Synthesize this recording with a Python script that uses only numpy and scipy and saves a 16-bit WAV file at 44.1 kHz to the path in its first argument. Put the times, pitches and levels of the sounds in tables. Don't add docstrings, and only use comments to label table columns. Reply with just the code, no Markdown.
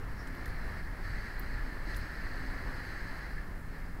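import sys
import numpy as np
from scipy import signal
from scipy.fft import rfft, irfft
from scipy.io import wavfile

SR = 44100
rng = np.random.default_rng(int(sys.argv[2]) if len(sys.argv) > 2 else 0)


def unload_wav(signal):
    wavfile.write(
        sys.argv[1],
        SR,
        np.round(np.clip(np.atleast_2d(signal).T, -1, 1) * 32767).astype(np.int16),
    )


N = 176400
TIME = np.arange(N) / SR
BIN_HZ = np.maximum(np.arange(N // 2 + 1) * SR / N, 1)

# frequency in Hz, relative density in dB.
HISS_SPECTRUM = [(1000, 3.5), (6000, 3), (9000, 3), (12000, 3), (15500, 2.5)]
# centre in Hz, width in Hz, level in dB.
CORNER_MODES = [(100, 44, -55.5), (168.5, 13.7, -59.5), (390, 8.5, -69.5)]
# time in seconds, level in dB.
MOAN_LEVEL = [(0,-84),(.3,-51.5),(.6,-66.5),(1.3,-66.5),(1.75,-55.5),(2.05,-66.5),(2.5,-52),(2.8,-63.5),(3.05,-61),(3.4,-66.5),(4,-58)]
# start in seconds, level in dB, centre in Hz, width in Hz, decay in seconds.
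HAND_TICKS = [(0.271, -54.5, 3800, 3000, 0.0076), (.275, -60, 9500, 4000, 0.0074),
              (.349, -57, 12000, 5000, .005), (.349, -49, 2020, 700, 0.0039),
              (.457, -47, 3800, 2000, 0.0023), (.4585, -48, 11800, 5000, 0.0023),
              (0.479, -52, 11000, 4000, 0.002), (1.3935, -50, 12500, 4000, 0.00084),
              (1.396, -38, 13600, 1300, .002), (1.395, -43, 11900, 3000, .0015),
              (1.945, -47.5, 4000, 1500, 0.0034), (1.9644, -45, 6800, 5000, 0.0016),
              (1.9683, -43, 12000, 5000, .002), (1.9775, -55, 10500, 4000, .003)]
# middle and half length in seconds, level in dB, centre and width in Hz.
HAND_RUBS = [(.208, 0.029, -61, 5400, 450), (.38, 0.61, -75, 5440, 600), (.48, 0.045, -71, 10500, 3000),
             (0.485, .05, -72, 3200, 1200), (1.98, 0.036, -63, 11100, 6000), (3.6, .04, -72, 11000, 5000)]
# frequency in Hz, level in dB, decay in seconds.
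KNOCK_PARTIALS = [(1750, -34.5, .008), (1960, -37.5, .004)]
# time in seconds, relative level in dB.
EDDY_STRENGTH = [(0,0),(0.25,-3),(0.55,-.5),(1.0,-4.5),(1.17,1.5),(1.32,-7.5),(1.5,-1),(1.9,0),(2.15,-2.5),(2.6,-1.5),(3.15,-5),(3.4,-2.5),(3.7,-4),(4.0,-5.5)]
# frequency in Hz, relative density in dB.
BUFFET_SPECTRUM = [(4, -4), (11, -4.5), (27, -0.5), (46, -5), (65, -12.5), (110, -17.5), (145, -23),
                   (250, -27), (600, -38), (2000, -91)]
# time in seconds, relative level in dB.
FOLIAGE_SWELL = [(0, -2), (0.75, -0.6), (1.7, -2.0), (2.0, -0.5), (2.25, -2), (2.45, 0.5), (2.95, -0.8),
                 (3.25, -2), (3.6, -5.5), (4.0, -5.5)]
# frequency in Hz, relative density in dB.
FOLIAGE_SPECTRUM = [(90, 4), (200, 0), (320, 0), (480, -4), (700, -3.5), (1100, -3), (1600, -7),
                    (2200, -15.5), (2700, -19.5), (3600, -27), (7000, -35), (15000, -35.5)]
# time in seconds, relative level in dB.
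GUST_STRENGTH = [(0,-8.5),(0.2,-5.5),(0.5,-3),(0.6,-4),(0.66,-2.2),(0.8,-2.5),(0.93,-6.5),(1.03,-4.5),(1.045,.3),(1.27,-.2),(1.35,-2.5),(1.5,-1.7),(1.85,-3.2),(1.89,1.7),(2.12,-.7),(2.45,0),(2.6,-1.8),(2.85,0),(3.2,-.8),(3.45,-6.5),(3.63,-11.5),(3.75,-6),(4.0,-11)]
# centre in Hz, width in Hz, level in dB at a gust of 0 dB, growth in dB per dB of gust.
SCREEN_MODES = [(1387, 236, -56, 0.8), (1713, 160, -52, 1.0), (1770, 61, -55.5, 1.2),
                (1728, 334, -50.5, 1.0), (1900, 105, -54, 1.5), (2097, 150, -57.5, .8),
                (2410, 1000, -65.5, 1.2), (4164, 260, -63.5, 1.35), (4570, 270, -64, 1.5),
                (5030, 490, -66.5, 1.1), (6340, 500, -74.5, 2.5), (8010, 470, -75.5, 1.55),
                (11200, 2000, -74, 0.5)]


def from_db(db):
    return 10 ** (np.asarray(db) / 20)


def unit_power(x):
    return x / np.sqrt(np.mean(x ** 2) + 1e-20)


def envelope(rows):
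    return np.interp(TIME, *np.transpose(rows))


def noise(gain):
    return unit_power(irfft(rfft(rng.standard_normal(N)) * gain, N))


def coloured(spectrum):
    hz, db = np.transpose(spectrum)
    return noise(from_db(np.interp(np.log(BIN_HZ), np.log(hz), db)))


def resonant(hz, width_hz):
    detune = (BIN_HZ ** 2 - hz ** 2) / (BIN_HZ * width_hz)
    return noise(1 / (1 + (np.sqrt(2) - 1) * detune ** 2))


def drift(corner_hz):
    return noise(1 / (1 + (BIN_HZ / corner_hz) ** 2))


def hiss(level_db=-67):
    return from_db(level_db) * coloured(HISS_SPECTRUM)


def corner_drone(waver_db=2):
    return sum(from_db(db - waver_db * drift(1.8)) * resonant(hz, width) for hz, width, db in CORNER_MODES)


def wind_moan(pitch_hz=263.5, wander_hz=3.55, waver_db=1.5):
    phase = 2 * np.pi * np.cumsum(pitch_hz + wander_hz * drift(7.3)) / SR
    return from_db(envelope(MOAN_LEVEL) + waver_db * drift(19)) * unit_power(np.sin(phase))


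def handling(attack_s=0.00026, tail_db=-27, tail_s=0.025):
    out = np.zeros(N)
    for start, db, hz, width, decay in HAND_TICKS:
        age = np.maximum(TIME - start, 0)
        rise = 1 - np.exp(-age / attack_s)
        fall = np.exp(-age / decay) + from_db(tail_db) * np.exp(-age / tail_s)
        out += from_db(db) * rise * fall * resonant(hz, width)
    for middle, half_length, db, hz, width in HAND_RUBS:
        swell = np.exp(-((TIME - middle) / half_length) ** 2)
        out += from_db(db) * swell * resonant(hz, width)
    return out


def knock(start_s=3.381, attack_s=0.0006):
    age = np.maximum(TIME - start_s, 0)
    ring = sum(from_db(db) * np.exp(-age / decay) * np.sin(2 * np.pi * hz * age)
               for hz, db, decay in KNOCK_PARTIALS)
    return (1 - np.exp(-age / attack_s)) * ring


def buffeting(level_db=-35.5, lumps_db=1.0):
    gain = from_db(level_db + envelope(EDDY_STRENGTH) + lumps_db * drift(30))
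    return gain * coloured(BUFFET_SPECTRUM)


def tree_roar(level_db=-47.5, flicker_db=0.96):
    gain = from_db(level_db + envelope(FOLIAGE_SWELL) + flicker_db * drift(4.1))
    return gain * coloured(FOLIAGE_SPECTRUM)


def screen_rush(flicker_db=1.07, flicker_hz=17):
    gust_db = envelope(GUST_STRENGTH)
    return sum(from_db(db + growth * gust_db + flicker_db * drift(flicker_hz)) * resonant(hz, width)
               for hz, width, db, growth in SCREEN_MODES)


def scene():
    background = hiss() + corner_drone() + wind_moan() + handling() + knock()
    return (background + buffeting() + tree_roar() + screen_rush())[None]


def record(dry, cutoff_hz=15750):
    return signal.sosfilt(signal.ellip(12, .1, 70, cutoff_hz, fs=SR, output="sos"), dry)


dry = scene()
out = record(dry)
unload_wav(out)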